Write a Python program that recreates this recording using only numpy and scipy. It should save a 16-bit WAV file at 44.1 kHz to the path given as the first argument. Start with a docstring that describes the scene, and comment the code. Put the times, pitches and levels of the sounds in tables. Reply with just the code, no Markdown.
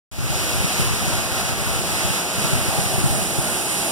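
"""A bus ploughs through a flooded street in the rain, heard by a hand-held phone with two microphone ports.
The sound fades in on a dense rush of engine rumble, bow wave, churned water, rain and spray.
From the outset wind buffets the left port only, with single puffs from 0.2 s to 3.4 s.
As the bus draws near, the rumble grows a little and the spray rises on the right, strongest after 3 s.
Throughout, the phone widens the stereo by subtracting from each side a late copy of the other."""
import sys
import numpy as np
from scipy import signal
from scipy.fft import rfft, irfft
from scipy.io import wavfile
from scipy.ndimage import uniform_filter1d

SR = 44100
rng = np.random.default_rng(int(sys.argv[2]) if len(sys.argv) > 2 else 0)


def master(y):
    """Save y as 16-bit WAV."""
    cut = np.clip(np.atleast_2d(y).T, -1, 1)
    pcm = np.round(cut * 32767)  # scale
    wavfile.write(sys.argv[1], SR, pcm.astype(np.int16))


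N = 172431

# Spectrum of the engine rumble: frequency_hz, relative_density_db
ENGINE_SPECTRUM = [(30, -21), (60, -2.5), (100, -4), (140, -2), (185, 2), (260, -5.5), (370, -4.5),
                   (450, -15), (600, -44)]
# Engine rumble as the bus draws near: time_s, level_db
ENGINE_LEVELS = [(.45, -30.5), (.8, -30), (1, -28.5), (1.55, -30.5), (2.1, -28), (2.3, -30), (2.45, -26.5),
                 (2.7, -29), (3.0, -26.5), (3.2, -27), (3.6, -29.5), (3.9, -28.5)]
# Spectrum of the bow wave's hollow drone: frequency_hz, relative_density_db
BOW_WAVE_SPECTRUM = [(560, -3.5), (640, 0.5), (700, 1.5), (745, 1), (790, 0.5), (840, -2.5), (880, 0),
                     (960, -2)]
# Sloshing surges of the bow wave: time_s, level_db
BOW_WAVE_LEVELS = [(.45, -38.5), (.75, -37.5), (.95, -41), (1.07, -34.5), (1.17, -33.5), (1.25, -39),
                   (1.4, -35.5), (1.55, -40), (1.68, -37), (1.9, -37.5), (2.1, -35), (2.27, -39),
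                   (2.47, -34), (2.65, -36), (2.77, -31), (2.85, -36.5), (2.92, -34), (3.02, -38.5),
                   (3.12, -32.5), (3.31, -37.5), (3.41, -35.5), (3.55, -35.5), (3.72, -40.5), (3.9, -32)]
# Spectrum of the churned water: frequency_hz, relative_density_db
CHURN_SPECTRUM = [(350, -7), (480, 4), (700, -3.5), (860, -1.5), (1050, 1.5), (1350, 3), (1700, -0.5),
                  (2200, 1)]
# Strength of the churned water and the rain: time_s, churn_db, rain_db
WATER_LEVELS = [(.35, -32.5, -27), (.5, -32, -27), (.6, -34, -28), (.81, -31, -25.5), (.9, -31.5, -27.5),
                (1.02, -31.5, -27), (1.1, -31, -27), (1.18, -31.5, -27.5), (1.3, -31.5, -28.5),
                (1.4, -30, -25.5), (1.43, -32, -29), (1.49, -30.5, -26.5), (1.54, -34, -30),
                (1.76, -31, -27.5), (1.83, -33.5, -30), (1.88, -31.5, -27.5), (2.17, -31, -26.5),
                (2.26, -34.5, -30), (2.43, -31, -26.5), (2.6, -32.5, -28), (2.79, -30, -26.5),
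                (2.84, -32, -27), (3.03, -32.5, -29), (3.17, -33, -29), (3.26, -34.5, -29),
                (3.45, -32.5, -29.5), (3.58, -34, -28.5), (3.64, -36, -30), (3.72, -32, -28),
                (3.91, -35.5, -28.5)]
# Spectrum of the rain: frequency_hz, relative_density_db
RAIN_SPECTRUM = [(1500, -63), (2000, -10), (2600, -4), (3500, -10.5), (4200, -9), (5200, -9), (6800, -11),
                 (8500, -15), (10500, -18), (12500, -19.5), (15800, -13)]
# Spectrum of the wheel spray: frequency_hz, relative_density_db
SPRAY_SPECTRUM = [(6800, -12.5), (7700, -10.5), (8500, -1), (9300, -1.5), (10300, -4.5), (11800, -13),
                  (15000, -20)]
# Wheel spray relative to the rain: time_s, excess_db
SPRAY_OVER_RAIN = [(.3, -3.5), (.48, -1), (.65, -1), (.78, -2), (1.07, -1), (1.4, -1.5), (1.78, 0),
                   (2.1, -0.5), (2.45, 0.5), (2.75, 1.5), (3.03, 2.5), (3.17, 5), (3.27, 3.5), (3.57, 5),
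                   (3.63, 4), (3.72, 5), (3.9, 4)]
# Spectrum of the wind buffeting: frequency_hz, relative_density_db
WIND_SPECTRUM = [(25, -14), (40, -5), (58, 0), (80, 0), (110, -2), (150, -6), (200, -12), (320, -21),
                 (600, -32)]
# Gusts at the left port: time_s, level_db
GUST_LEVELS = [(.12, -21), (.23, -23), (.35, -27), (.5, -30), (.6, -27), (.68, -30), (.77, -36), (.8, -25),
               (1.1, -26), (1.28, -30), (1.45, -28), (1.7, -27), (1.95, -32), (2.1, -30), (2.2, -40),
               (2.3, -40), (2.42, -25), (2.6, -28), (2.75, -29), (3, -24), (3.2, -26), (3.35, -34),
               (3.55, -33), (3.7, -41), (3.9, -40)]
# Single puffs of wind: peak_s, thump_db, pitch_hz
WIND_PUFFS = [(0.185, -9, 119), (0.204, -10, 130), (0.229, -10, 110), (0.244, -9, 124), (0.301, -11, 96),
              (0.313, -14, 100), (0.353, -17, 114), (0.557, -16, 94), (0.578, -16, 139), (0.604, -16, 89),
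              (0.646, -11, 155), (0.797, -11, 150), (0.815, -11, 96), (0.844, -17, 111), (0.871, -13, 94),
              (0.91, -14, 114), (0.93, -17, 102), (1.012, -18, 191), (1.03, -14, 103), (1.08, -14, 144),
              (1.131, -18, 129), (1.153, -16, 114), (1.179, -16, 102), (1.445, -17, 122), (1.496, -21, 128),
              (1.525, -17, 98), (1.615, -17, 134), (1.667, -21, 120), (1.708, -19, 86), (1.74, -20, 83),
              (1.759, -21, 111), (1.924, -19, 106), (2.052, -13, 86), (2.102, -17, 120), (2.383, -17, 117),
              (2.445, -14, 143), (2.532, -10, 122), (2.551, -11, 110), (2.581, -19, 100), (2.611, -16, 101),
              (2.683, -11, 102), (2.785, -11, 126), (2.813, -20, 111), (2.833, -19, 101), (2.859, -15, 114),
              (2.947, -18, 102), (2.98, -12, 115), (3.041, -8, 139), (3.061, -9, 128), (3.1, -14, 91),
              (3.128, -15, 125), (3.154, -14, 117), (3.183, -18, 111), (3.224, -19, 137), (3.386, -11, 135)]
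# Response of the left port relative to the right: frequency_hz, gain_db
LEFT_PORT_RESPONSE = [(200, 0), (300, -3), (420, 0), (1500, 0), (2000, -2), (2700, -4), (3800, -1.5),
                      (5200, -2.5), (7000, -.6), (12000, 2), (15800, 4)]
# Coherence between the two ports: frequency_hz, correlation_ratio
PORT_COHERENCE = [(60, 0.97), (200, 0.95), (370, 0.95), (460, 0.49), (600, 0.93), (800, 0.54), (1050, 0),
                  (1500, 0.09)]
# Share of the opposite side that the phone subtracts: frequency_hz, gain_ratio
CROSSFEED_GAINS = [(60, .85), (400, .86), (1000, .9), (2200, .92), (3200, .86), (4300, .8), (6500, .64),
                   (8400, .36), (10700, .1), (13000, .01)]

TIME_S = np.arange(N) / SR
BIN_HZ = np.arange(N // 2 + 1) * SR / N


def undb(db):
    """Amplitude ratio of a level in decibels."""
    return 10 ** (np.asarray(db) / 20)


def over_hz(table):
    """Interpolation of a table at every spectral bin, on a logarithmic frequency axis."""
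    hz, values = np.array(table, float).T
    return np.interp(np.log(BIN_HZ + 1), np.log(hz), values)


def over_s(table, column=1):
    """Linear interpolation of one column of a time table at every sample."""
    rows = np.array(table, float)
    return np.interp(TIME_S, rows[:, 0], rows[:, column])


def wander(rate_hz):
    """Slow random modulation: Gaussian steps smoothed by two moving averages."""
    hold = int(SR / rate_hz)
    steps = np.repeat(rng.standard_normal(N // hold + 1), hold)
    return 0.99 * uniform_filter1d(uniform_filter1d(steps, hold), hold)[:N]


def shot_spectrum(clicks_per_s, scatter_db, click_share):
    """Spectrum of shot noise plus hiss: independent signals add in power, here in a set proportion."""
    chance, polarity, size = rng.random((3, N))
    clicks = (chance < clicks_per_s / SR) * np.sign(polarity - .5)
    clicks *= undb(-scatter_db * np.log(size + .01))
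    hiss = rng.standard_normal(N)
    return rfft(np.sqrt(click_share) * clicks / clicks.std() + np.sqrt(1 - click_share) * hiss)


def rush(spectrum, clicks_per_s, scatter_db, click_share, flicker_db, flicker_hz):
    """Partly coherent noise at two ports, modulated in half-octave bands; unit rms on the right."""
    coherence = over_hz(PORT_COHERENCE)
    common, left, right = (shot_spectrum(clicks_per_s, scatter_db, click_share) for _ in range(3))
    ports = np.sqrt(coherence) * common + np.sqrt(1 - coherence) * np.array([left, right])
    ports *= undb(over_hz(spectrum))
    ports[0] *= undb(over_hz(LEFT_PORT_RESPONSE))
    low_hz, high_hz = spectrum[0][0], spectrum[-1][0]
    half_octaves = 2 * np.log2((BIN_HZ + 1) / low_hz)
    out = 0
    for band in range(int(2 * np.log2(high_hz / low_hz)) + 1):
        window = np.cos(np.clip(half_octaves - band, -1, 1) * np.pi / 2) ** 2
        out += irfft(ports * window, N) * undb(flicker_db * wander(flicker_hz))
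    return out / out[1].std()


def engine():
    """Low-frequency noise of the engine, rising unevenly in level as the source approaches."""
    rumble = rush(ENGINE_SPECTRUM, clicks_per_s=300, scatter_db=2, click_share=.13,
                  flicker_db=.87, flicker_hz=21.07)
    return rumble * undb(over_s(ENGINE_LEVELS))


def bow_wave():
    """Narrow-band noise heard as a hollow drone; sloshing modulates it and its gurgles together."""
    drone = rush(BOW_WAVE_SPECTRUM, clicks_per_s=60, scatter_db=2.1, click_share=.17,
                 flicker_db=.67, flicker_hz=6.4)
    return (drone + undb(-10) * gurgles()) * undb(over_s(BOW_WAVE_LEVELS))


def gurgles(pockets_per_s=40, low_hz=581.2, high_hz=880, length_s=.09):
    """Resonance of trapped air: each pocket sings briefly on one slightly gliding pitch; unit rms."""
    out, t = np.zeros(N), np.arange(int(length_s * SR)) / SR
    envelope = np.sin(np.pi * t / length_s) ** 2
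    for onset, pitch, bend, size in rng.random((int(pockets_per_s * N / SR), 4)):
        start_hz = low_hz * (high_hz / low_hz) ** pitch
        glide = 1 + .032 * (2 * bend - 1) * t / length_s
        start = int(onset * (N - len(t)))
        out[start:start + len(t)] += size ** 1.57 * envelope * np.sin(2 * np.pi * start_hz * glide * t)
    return out / out.std()


def churned_water():
    """Random splashes of churned water superpose into a grainy mid-frequency noise."""
    churn = rush(CHURN_SPECTRUM, clicks_per_s=800, scatter_db=1.96, click_share=.32,
                 flicker_db=.98, flicker_hz=14)
    return churn * undb(over_s(WATER_LEVELS, column=1))


def rain():
    """Shot noise of rain: thousands of independent impacts a second merge into a hiss."""
    hiss = rush(RAIN_SPECTRUM, clicks_per_s=4000, scatter_db=2.5, click_share=.25,
                flicker_db=.5, flicker_hz=16)
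    return hiss * undb(over_s(WATER_LEVELS, column=2))


def wheel_spray(left_db=-9):
    """High-frequency shot noise of spray, placed on the right by a level difference between the ports."""
    spray = rush(SPRAY_SPECTRUM, clicks_per_s=6000, scatter_db=2.2, click_share=.2,
                 flicker_db=.45, flicker_hz=18)
    level_db = over_s(WATER_LEVELS, column=2) + over_s(SPRAY_OVER_RAIN)
    return spray * undb([[left_db], [0]]) * undb(level_db)


def wind_buffeting():
    """Turbulent pressure at the port: lumpy low-frequency noise that follows the gusts."""
    buffet = irfft(rfft(rng.standard_normal(N)) * undb(over_hz(WIND_SPECTRUM)), N)
    buffet *= undb(2.5 * wander(rate_hz=40))
    return buffet / buffet.std() * undb(over_s(GUST_LEVELS))


def wind_puffs(rise_s=.003, fall_s=.010, slap_s=.0019, slap_hz=260):
    """Pressure pulses thump the membrane for a cycle or two, with a slap that grows quadratically."""
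    out, lead = np.zeros(N), 1000
    t = np.arange(-lead, 3000) / SR
    envelope = np.exp(-np.where(t < 0, (t / rise_s) ** 2, (abs(t) / fall_s) ** 1.9))
    slap = undb(1) * np.exp(-(t / slap_s) ** 2) * np.cos(2 * np.pi * slap_hz * t)
    for peak_s, thump_db, pitch_hz in WIND_PUFFS:
        thump = envelope * np.cos(2 * np.pi * (pitch_hz * t + rng.random()))
        gain = undb(thump_db)
        start = int(peak_s * SR) - lead
        out[start:start + len(t)] += gain * thump + gain ** 2 * slap
    return out


def scene():
    """Superposition: the gently wavering street sound at both ports, the wind at the left one."""
    swell = undb(.5 * wander(rate_hz=9.76))
    ports = swell * (engine() + bow_wave() + churned_water() + rain() + wheel_spray())
    ports[0] += wind_buffeting() + wind_puffs()
    return ports


def record(dry):
    """Interference with a delayed, inverted crossfeed widens the stereo; band limits and fade-in follow."""
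    lag_s = .0004595 + .00004 * (BIN_HZ / 22600) ** 2  # slightly longer in the treble
    crossfeed = over_hz(CROSSFEED_GAINS) * np.exp(-2j * np.pi * BIN_HZ * lag_s)
    wide = dry - irfft(rfft(dry[::-1]) * crossfeed, N)
    low_cut_hz, top_cut_hz = 44, 15760
    high_pass = signal.butter(4, low_cut_hz, "high", fs=SR, output="sos")
    low_pass = signal.ellip(12, .2, 80, top_cut_hz, fs=SR, output="sos")
    silent_until_s, ramp_s = .114, (.081, .38)
    fade = (TIME_S > silent_until_s) * np.interp(TIME_S, ramp_s, (0, 1))
    return signal.sosfilt(low_pass, signal.sosfilt(high_pass, wide) * fade)


dry = scene()
out = record(dry)
master(out)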